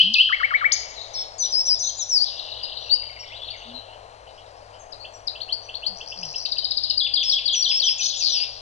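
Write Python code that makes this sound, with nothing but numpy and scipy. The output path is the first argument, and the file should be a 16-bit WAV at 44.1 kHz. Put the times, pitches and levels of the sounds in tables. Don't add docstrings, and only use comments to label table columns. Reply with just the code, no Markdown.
import sys
import numpy as np
from scipy import signal
from scipy.fft import rfft, irfft
from scipy.io import wavfile
from scipy.ndimage import uniform_filter1d

SR = 44100
rng = np.random.default_rng(int(sys.argv[2]) if len(sys.argv) > 2 else 0)


def digitize_waveform(pressure):
    field = np.atleast_2d(pressure).T
    bounded = np.clip(field, -1, 1)
    quanta = np.round(bounded * 32767).astype(np.int16)
    wavfile.write(sys.argv[1], SR, quanta)


N = 379689


def gain_of(db):
    return 10 ** (np.asarray(db) / 20)


def evened(x):
    return x / np.sqrt(np.mean(x ** 2) + 1e-20)


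def coloured(x, points):
    hz, db = np.transpose(points)
    bins = np.fft.rfftfreq(2 * N, 1 / SR)
    response = gain_of(np.interp(np.log(bins + 1), np.log(hz), db))
    return irfft(rfft(x, 2 * N) * response)[:N]


def add(mix, s, sound):
    start = round(s * SR)
    sound = sound[max(-start, 0):]
    part = mix[max(start, 0):][:len(sound)]
    part += sound[:len(part)]


def waver(count, size):
    noise = rng.standard_normal(count + 8 * size)
    smooth = uniform_filter1d(uniform_filter1d(noise, size), size)
    return evened(smooth)[:count]


def syrinx(hz, level, jitter=0.0054, *, shimmer_db):
    trembling_hz = hz * (1 + jitter * waver(len(hz), size=90))
    phase = 2 * np.pi * np.cumsum(trembling_hz) / SR
    second_harmonic = gain_of(-53) * np.sin(2 * phase) * (2 * hz < 11000)
    shimmer = gain_of(shimmer_db * waver(len(hz), size=160))
    return np.sqrt(2) * level * shimmer * (np.sin(phase) + second_harmonic)


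def note(rows, pitch=1, effort_db=0, edge_s=.0025):
    s, hz, db = np.transpose(rows)
    s = np.sort(s)
    t = np.arange(s[0] - edge_s, s[-1] + edge_s, 1 / SR)
    glide = uniform_filter1d(np.interp(t, s, hz), size=110)
    to_nearest_end = np.minimum(t - t[0], t[-1] - t)
    fade = np.sin(np.pi / 2 * np.clip(to_nearest_end / (2 * edge_s), 0, 1))
    level = gain_of(np.interp(t, s, db) + effort_db) * fade
    return t[0], syrinx(pitch * glide, level, shimmer_db=1.2)


def chip(length, start_hz, end_hz, db, jitter, buzz=0, buzz_hz=0):
    u = np.linspace(-.15, 1.15, int(1.3 * length * SR))
    swell = signal.windows.tukey(len(u), .8)
    wobble = 1 + buzz * np.sin(2 * np.pi * (buzz_hz * length * u + rng.random()))
    hz = (start_hz + (end_hz - start_hz) * u) * wobble
    return syrinx(hz, gain_of(db) * swell, jitter, shimmer_db=1.8)


def chips(rows, jitter):
    out = np.zeros(N)
    for s, length, start_hz, end_hz, db, *buzz in rows:
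        add(out, s - .15 * length, chip(length, start_hz, end_hz, db, jitter, *buzz))
    return out


# (time [s], pitch [Hz], level [dB])
WHIP = [(0, 10000, -60), (.0015, 7000, -36), (.003, 5800, -21), (.006, 4550, -8), (.012, 3250, -15),
        (.022, 2600, -18), (.04, 2530, -19), (.06, 2780, -15), (.075, 3080, -7.5), (.089, 3350, -18)]
DIP = [(0, 1780, -22), (.004, 1430, -22), (.02, 1130, -24), (.029, 1430, -25), (.034, 1850, -14.5),
       (.046, 2280, -12), (.056, 2240, -15)]
FLICK = [(0, 2900, -34), (.004, 3700, -22), (.007, 4800, -8), (.011, 6700, -19), (.017, 6650, -14),
         (.032, 6050, -19)]
ROLL = [(0, 4350, -24), (.004, 4660, -10), (.01, 4760, -10), (.017, 4680, -40), (.022, 4480, -18),
        (.028, 4100, -14), (.038, 3400, -18), (.045, 3170, -18), (.051, 3300, -18.5), (.057, 3720, -21),
        (.064, 3300, -50), (.072, 3170, -21), (.082, 3550, -16.5), (.088, 3230, -20), (.094, 2750, -24),
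        (.099, 2300, -36), (.105, 1750, -56)]
RISE = [(0, 2550, -46), (.017, 3150, -30), (.03, 3750, -42), (.038, 4100, -38), (.043, 4330, -18),
        (.049, 4600, -15), (.056, 4900, -28), (.064, 5150, -40)]
LIFT = [(0, 4330, -25), (.016, 4480, -13), (.038, 4700, -9), (.055, 4970, -20)]
TICK = [(0, 5250, -25), (.005, 4900, -13), (.009, 4450, -19), (.012, 4050, -14), (.015, 3550, -31)]
HOOK = [(0, 2450, -45), (.006, 2750, -34), (.011, 3200, -29), (.015, 3600, -41)]
SWOOP = [(0, 4250, -39), (.02, 3980, -28), (.035, 3620, -36), (.045, 3780, -29), (.056, 4250, -25),
         (.064, 4550, -38)]
WIGGLE = [(0, 4900, -33), (.006, 3800, -26), (.011, 4400, -28), (.018, 3400, -28), (.029, 4200, -24),
          (.034, 3650, -25), (.038, 4200, -27), (.045, 2950, -34)]
ASCENT = [(0, 2000, -45), (.012, 2150, -39), (.022, 2600, -42), (.068, 4050, -36), (.08, 4150, -45)]
BOW = [(0, 2700, -40), (.003, 3600, -33), (.007, 4250, -39), (.025, 4400, -42), (.037, 4100, -35),
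       (.046, 3550, -28), (.05, 2700, -37)]
SWEEP = [(0, 2750, -42), (.005, 3350, -31), (.011, 4100, -32), (.017, 4350, -19), (.022, 4700, -34)]
# (part of the chorus, syllable, start times [s], first pitch factor, last pitch factor,
# first effort [dB], last effort [dB]); the part labelled "far" is single winding notes among the nearby chips
SUNG = [("opening", WHIP, [-.063, .136], 1, 1, 0, 0), ("opening", DIP, [.293, .4, .507, .612],
        .975, 1, -1.5, 1.5), ("opening", FLICK, [.715], 1, 1, 0, 0), ("far", SWOOP, [.962, 1.823],
        1, 1, -4, 0), ("far", WIGGLE, [1.42], 1, 1, -1.5, -1.5), ("whistler", LIFT, [2.901], 1, 1, -1, -1),
        ("far", ASCENT, [3.303], 1, 1, 0, 0), ("far", BOW, [3.443], 1, 1, 0, 0),
        ("prelude", TICK, [4.922, 5.272], 1, .98, -15, -3.5), ("prelude", HOOK, [5.043, 5.35, 5.686],
        1, 1, -3, -1), ("prelude", SWEEP, [5.402, 5.738], 1, 1, 1, 1), ("prelude", RISE, [5.482, 5.822],
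        1, .99, 0, 1.5), ("prelude", HOOK, [6.003, 6.115, 6.224, 6.338, 6.45, 6.562], 1, 1, -1, -4),
        ("ticks", TICK, [6.45, 6.516, 6.58, 6.643, 6.708, 6.77, 6.834, 6.898], .96, 1, -3, 1.5),
        ("rolls", ROLL, [6.974, 7.136, 7.295, 7.456, 7.623, 7.797], 1.015, .975, -1.5, -2)]


def syllables(part, delay_s=0):
    out = np.zeros(N)
    for name, shape, starts, first_pitch, last_pitch, first_db, last_db in SUNG:
        if name == part:
            drift = np.linspace([first_pitch, first_db], [last_pitch, last_db], len(starts))
            for s, (pitch, effort_db) in zip(starts, drift):
                lead, sound = note(shape, pitch, effort_db)
                add(out, s + lead + delay_s, sound)
    return out


LEAD_IN_S = .1
# (frequency [Hz], level [dB])
THROWN = [(1200, -4.5), (2200, -1.5), (2550, 1), (3200, 5.5), (3900, 5.5), (5000, 7.5), (6200, -1.5),
          (7200, 3), (8500, -8.5)]


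def opening():
    song = syllables("opening", LEAD_IN_S)
    thrown = coloured(song, THROWN)
    song = song + trees(thrown, close_db=-24, echo_db=-8.5, t60=.56, late_db=-21, late_t60=1.7)
    lead = round(LEAD_IN_S * SR)
    return np.pad(song[lead:], (0, lead))


SCOOP_S, SWELL_S, RELEASE_S, BREAK_S = .008, .011, .0074, .008
SOFT_START_DB, SOFT_END_DB = -10.5, -7.5
WARBLES_PER_S = 38
STRONGEST_HZ, WEAKER_DB_PER_KHZ = 4670, 5


def whistle(length, scoop_hz, start_hz, turn, turn_hz, end_hz, warble_hz, break_db):
    t = np.linspace(0, length, num=64)
    turn_s = np.clip(turn, 0, 1) * length
    hz = np.interp(t, [0, turn_s, length], [start_hz, turn_hz, end_hz])
    hz += scoop_hz * np.exp(-t / SCOOP_S)
    hz += warble_hz * np.sin(np.pi * WARBLES_PER_S * np.maximum(t - turn_s, 0)) ** 2
    off_khz = abs(hz - STRONGEST_HZ) / 1000
    ends_db = SOFT_START_DB * np.exp(-t / SWELL_S) + SOFT_END_DB * np.exp((t - length) / RELEASE_S)
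    turn_db = break_db * np.exp(-((t - turn_s) / BREAK_S) ** 2)
    return np.transpose([t, hz, ends_db + turn_db - WEAKER_DB_PER_KHZ * off_khz])


# (scoop [Hz], start [Hz], turn [share of length],
# turn pitch [Hz], end [Hz], warble depth [Hz], break in the voice at the turn [dB])
WHISTLE_NOTES = [(1300, 5250, .5, 5260, 5430, 0, 0), (1300, 5980, .85, 5750, 5700, 0, 0),
                 (1500, 4900, .32, 4930, 5450, 0, 0), (-1100, 6600, .6, 4830, 5200, 0, 0),
                 (1300, 6050, .31, 5740, 6100, 650, 0), (-1650, 7900, .9, 5520, 5450, 0, 0),
                 (0, 6200, .68, 4350, 5100, 0, -11)]
# (time [s], length [s], pitch factor, effort [dB])
PHRASES = [
    [(1.135, .095, 1, -22), (1.382, .088, 1.015, -14.5), (1.517, .103, 1, -14.5), (1.652, .098, 1, -12.5),
     (1.787, .122, 1, -15.5), (1.972, .066, 1, -15), (2.088, .16, 1, -13.5)],
    [(7.229, .125, 1, -19), (7.53, .1, .99, -15.5), (7.688, .108, 1.015, -17), (7.832, .1, 1.015, -16),
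     (7.98, .122, 1, -16.5), (8.163, .06, 1, -17), (8.29, .155, 1.02, -18.5)],
]


def whistler():
    out = np.zeros(N)
    for phrase in PHRASES:
        for (s, length, pitch, effort_db), shape in zip(phrase, WHISTLE_NOTES):
            lead, sound = note(whistle(length, *shape), pitch, effort_db)
            add(out, s + lead, sound)
    return out


# (first time [s], last time [s], count, length [s], start [Hz], end [Hz],
# first level [dB], last level [dB])
TRILLS = [(2.264, 2.892, 6, .016, 4600, 3500, -27, -25.5), (3.022, 3.232, 4, .015, 2450, 1900, -42, -38),
          (5.947, 6.402, 5, .004, 4100, 5100, -36, -26), (5.962, 6.414, 5, .004, 4400, 5500, -32, -26),
          (5.972, 6.425, 5, .003, 5300, 6100, -35, -28), (5.986, 6.328, 4, .003, 5600, 6200, -36, -31),
          (6.1, 6.356, 3, .016, 5300, 4900, -32, -23), (6.251, 6.38, 2, .007, 6100, 5500, -28, -27)]


def trills():
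    rows = []
    for first_s, last_s, count, length, start_hz, end_hz, first_db, last_db in TRILLS:
        for s, db in np.linspace([first_s, first_db], [last_s, last_db], round(count)):
            rows.append((s, length, start_hz, end_hz, db))
    return rows


LADDER_S, LADDER_STEP_S = 7.99, .0165
LADDER_HZ, LADDER_RATIO, LADDER_SAG = 2550, 1.2, .05
LADDER_FIRST_DB, LADDER_LAST_DB = -33, -21


def ladder(count=5):
    times = LADDER_S + LADDER_STEP_S * np.arange(count)
    pitches = LADDER_HZ * LADDER_RATIO ** np.arange(count)
    levels = np.linspace(LADDER_FIRST_DB, LADDER_LAST_DB, count)
    return [(s, LADDER_STEP_S, hz * (1 + LADDER_SAG), hz * (1 - LADDER_SAG), db)
            for s, hz, db in zip(times, pitches, levels)]


STROKES_PER_S, STROKE_S, STROKE_SLIP_S = 165, .0042, .0012
STROKE_SPREAD, STROKE_SPREAD_DB = .05, 4
# (time [s], top [Hz], bottom [Hz], level [dB])
SWISH = [(8.218, 5380, 4500, -18), (8.262, 5000, 4010, -12), (8.305, 4600, 3500, -21),
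         (8.359, 3830, 2615, -29), (8.44, 3490, 2170, -32.5)]


def swish():
    s, *curves = np.transpose(SWISH)
    times = np.arange(s[0], s[-1], 1 / STROKES_PER_S)
    top_hz, bottom_hz, db = (np.interp(times, s, curve) for curve in curves)
    late, sharp, strong = rng.uniform(-1, 1, (len(times), 3)).T
    pitch = 1 + STROKE_SPREAD * sharp
    starts = times + STROKE_SLIP_S * late
    lengths = np.full(len(times), STROKE_S)
    levels = db + STROKE_SPREAD_DB * strong
    return list(zip(starts, lengths, top_hz * pitch, bottom_hz * pitch, levels))


# (time [s], length [s], start [Hz], end [Hz], level [dB])
CHIPS = [(1.892, .008, 3500, 3100, -33), (1.992, .025, 4000, 3774, -31), (2.281, .005, 4500, 3400, -25),
         (2.299, .004, 4200, 3000, -28), (2.452, .005, 4500, 3000, -30), (2.628, .02, 4600, 5050, -27),
         (2.718, .009, 2800, 3300, -29), (3.506, .007, 3000, 4000, -32), (3.502, .015, 4300, 4750, -28),
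         (3.53, .037, 2450, 1820, -43), (6.62, .02, 3150, 3000, -38), (6.898, .014, 3200, 2700, -33),
         (8.064, .013, 4200, 4450, -25), (8.2, .04, 2900, 2200, -42)]


def near_chips():
    return chips(trills() + ladder() + swish() + CHIPS, jitter=.007)


# (time [s], length [s], start [Hz], end [Hz], level [dB],
# wobble [share of pitch], wobble rate [Hz])
FAR_CHIPS = [(.565, .029, 4060, 3740, -36, .08, 135), (3.41, .034, 3450, 3450, -35, .03, 70),
             (3.738, .055, 4120, 3980, -33, .035, 120), (4.268, .015, 3200, 2900, -46, .04, 150),
             (4.375, .02, 3050, 3150, -46, .08, 150), (4.735, .025, 2950, 3100, -49, .05, 150),
             (4.995, .055, 4300, 4620, -38, .04, 150)]
# (time [s], length [s], start [Hz], end [Hz], level [dB])
PEEPS = [(2.795, 0.091, 5710, 5760, -50.5), (3.192, 0.035, 5550, 5490, -35.5),
         (3.568, 0.027, 6400, 6130, -49), (4.775, 0.045, 7440, 7170, -60), (4.792, 0.043, 6500, 6280, -47),
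         (5.12, .055, 7520, 7500, -58), (5.135, 0.021, 6030, 5650, -42.5), (5.62, 0.043, 5990, 5790, -49.5)]


def far_chips():
    return chips(FAR_CHIPS, jitter=.012) + chips(PEEPS, jitter=.005)


# (start [s], end [s], lowest [Hz], highest [Hz],
# first level [dB], last level [dB])
TWITTER = [(.87, 1.13, 3220, 5080, -45, -37), (1.14, 1.237, 2870, 5130, -29, -32.5),
           (1.381, 1.473, 4160, 5350, -33.5, -28), (1.65, 2.05, 3000, 5370, -32.5, -35.5),
           (2.2, 2.9, 2887, 5180, -31.5, -32), (2.3, 3.953, 2603, 3316, -37.5, -46.5),
           (3.251, 3.702, 2324, 4950, -39, -39.5), (4.269, 4.75, 3300, 5770, -51, -51.5),
           (5.935, 6.43, 3900, 5900, -43, -32), (6.621, 6.94, 2723, 4676, -42, -33),
           (8.01, 8.45, 2830, 6170, -20.5, -29.5)]


def twitter(per_s=80, length=.006):
    out = np.zeros(N)
    for first_s, last_s, low_hz, high_hz, first_db, last_db in TWITTER:
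        slots = np.arange(first_s, last_s, 1 / per_s)
        levels = np.linspace(first_db, last_db, len(slots))
        draws = rng.random((len(slots), 4))
        for s, db, (late, a, b, strength) in zip(slots, levels, draws):
            shares = np.array([a, (a + (1 + b) / 3) % 1])
            start_hz, end_hz = low_hz + (high_hz - low_hz) * shares
            sweep = chip(length, start_hz, end_hz, db + 10 * (strength - .5), jitter=.008)
            add(out, s + (late - .5) / per_s, sweep)
    return out


# (time [s], length [s], start [Hz], end [Hz], level [dB])
LOW_TONES = [(.025, 0.12, 163, 242, -39.5), (3.655, 0.14, 228.5, 255, -46.5), (5.87, 0.099, 222, 172, -51),
             (6.16, 0.16, 201.5, 139.6, -49.5)]


def low_tones():
    return chips(LOW_TONES, jitter=.01)


SLAP_S, SLAP_DB = .0115, -9


def slap(x):
    return gain_of(SLAP_DB) * np.pad(x, (round(SLAP_S * SR), 0))[:N]


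def trees(x, close_db, echo_db, t60, late_db, late_t60):
    t = np.arange(SR) / SR
    taps = rng.choice([-1., 1.], SR) * (rng.random(SR) < 3000 / SR) * (t > .004)
    close = np.roll(taps, 100) * (t < .018) * (t > .004)
    early = taps * gain_of(-60 * t / t60)
    late = taps[::-1] * gain_of(-60 * t / late_t60) * (1 - np.exp(-t / .1))
    tail = np.zeros(SR)
    for db, part in [(close_db, close), (echo_db, early), (late_db, late)]:
        tail += gain_of(db) * part / np.linalg.norm(part)
    return signal.fftconvolve(x, tail)[:N]


# (frequency [Hz], relative density [dB per Hz])
HUSH = [(130, -26), (270, -31), (315, -17), (360, -20), (430, -8), (650, 0), (900, -5), (1400, -16.5),
        (2500, -25.5), (9000, -41), (12000, -67)]
# (time [s], level [dB])
HUSH_DB = [(.2, -50.5), (0.547, -44), (1.201, -41), (2.1, -45.5), (2.55, -41.5), (3, -43.5), (4.8, -42.5),
           (6.3, -42.5), (6.801, -48), (8.6, -45.5)]
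# (frequency [Hz], relative density [dB per Hz])
AIR = [(200, -13), (1500, 5.5), (3500, -3), (4600, -1), (6500, -6), (8000, -8), (9600, -15), (11000, -17.5),
       (11600, -38.5), (15000, -37)]


def hush(air_db=-54):
    s, db = np.transpose(HUSH_DB)
    drift_db = .5 * waver(N, size=4000)
    roar_level = gain_of(np.interp(np.arange(N) / SR, s, db) + drift_db)
    roar = roar_level * evened(coloured(rng.standard_normal(N), HUSH))
    hiss = gain_of(air_db) * evened(coloured(rng.standard_normal(N), AIR))
    return roar + hiss


# (frequency [Hz], relative density [dB per Hz])
RUMBLE = [(20, 2.5), (35, -9), (56, 9.5), (80, -13), (105, 0), (130, -14.5), (280, -18.5), (450, -39),
          (3000, -70)]


def rumble(db):
    return gain_of(db) * evened(coloured(rng.standard_normal(N), RUMBLE))


# (frequency [Hz], rms level [dB])
HUM = [(50, -68.5), (100, -60)]


def hum(rumble_db=-57):
    t = np.arange(N) / SR
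    out = rumble(rumble_db)
    for hz, db in HUM:
        out += np.sqrt(2) * gain_of(db) * np.sin(2 * np.pi * (hz * t + rng.random()))
    return out


RIGHT_LAG_S = .000317
# (frequency [Hz], level [dB])
SHADE = [(250, 0), (420, -13), (800, -13), (1250, -6), (1800, -14), (2330, -8), (2550, 0), (3250, -4),
         (3650, -11), (4250, -16), (4950, -12), (5350, -3.5), (5900, -6), (6500, -18), (9500, -15)]


def right_channel(left, scatter):
    lag = round(RIGHT_LAG_S * SR)
    return coloured(np.pad(left, (lag, 0))[:N] + scatter, SHADE)


def scene():
    prelude, ticks, rolls, winding = map(syllables, ["prelude", "ticks", "rolls", "far"])
    whistles = whistler() + syllables("whistler")
    chipping = near_chips() + winding
    far = far_chips()
    chatter = twitter()
    birds = opening()
    birds += prelude + trees(prelude, close_db=-8, echo_db=-5.5, t60=.33, late_db=-17, late_t60=1.5)
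    birds += ticks + slap(ticks)
    birds += trees(ticks, close_db=-15, echo_db=-4, t60=.45, late_db=-15, late_t60=1.7)
    birds += rolls + trees(rolls, close_db=-13, echo_db=-3.5, t60=.5, late_db=-15, late_t60=1.7)
    birds += whistles + trees(whistles, close_db=-21.5, echo_db=-7.5, t60=.52, late_db=-21.5, late_t60=1.3)
    birds += chipping + trees(chipping, close_db=-9, echo_db=-3.5, t60=.45, late_db=-15, late_t60=1.7)
    birds += gain_of(-0.5) * far + gain_of(-9) * chatter
    birds += trees(far + chatter, close_db=-6, echo_db=-2.5, t60=.38, late_db=-14, late_t60=2.0)
    left = birds + low_tones() + hush() + hum()
    scatter = trees(birds, close_db=-22, echo_db=-12, t60=.45, late_db=-26, late_t60=1.3)
    scatter += gain_of(-9) * hush() + rumble(-60)
    return np.array([left, right_channel(left, scatter)])


EDGE_HZ = 15100


def record(dry):
    lowpass = signal.firwin(511, EDGE_HZ, window=("kaiser", 9), fs=SR)
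    return signal.oaconvolve(dry, lowpass[None], "same")


dry = scene()
out = record(dry)
digitize_waveform(out)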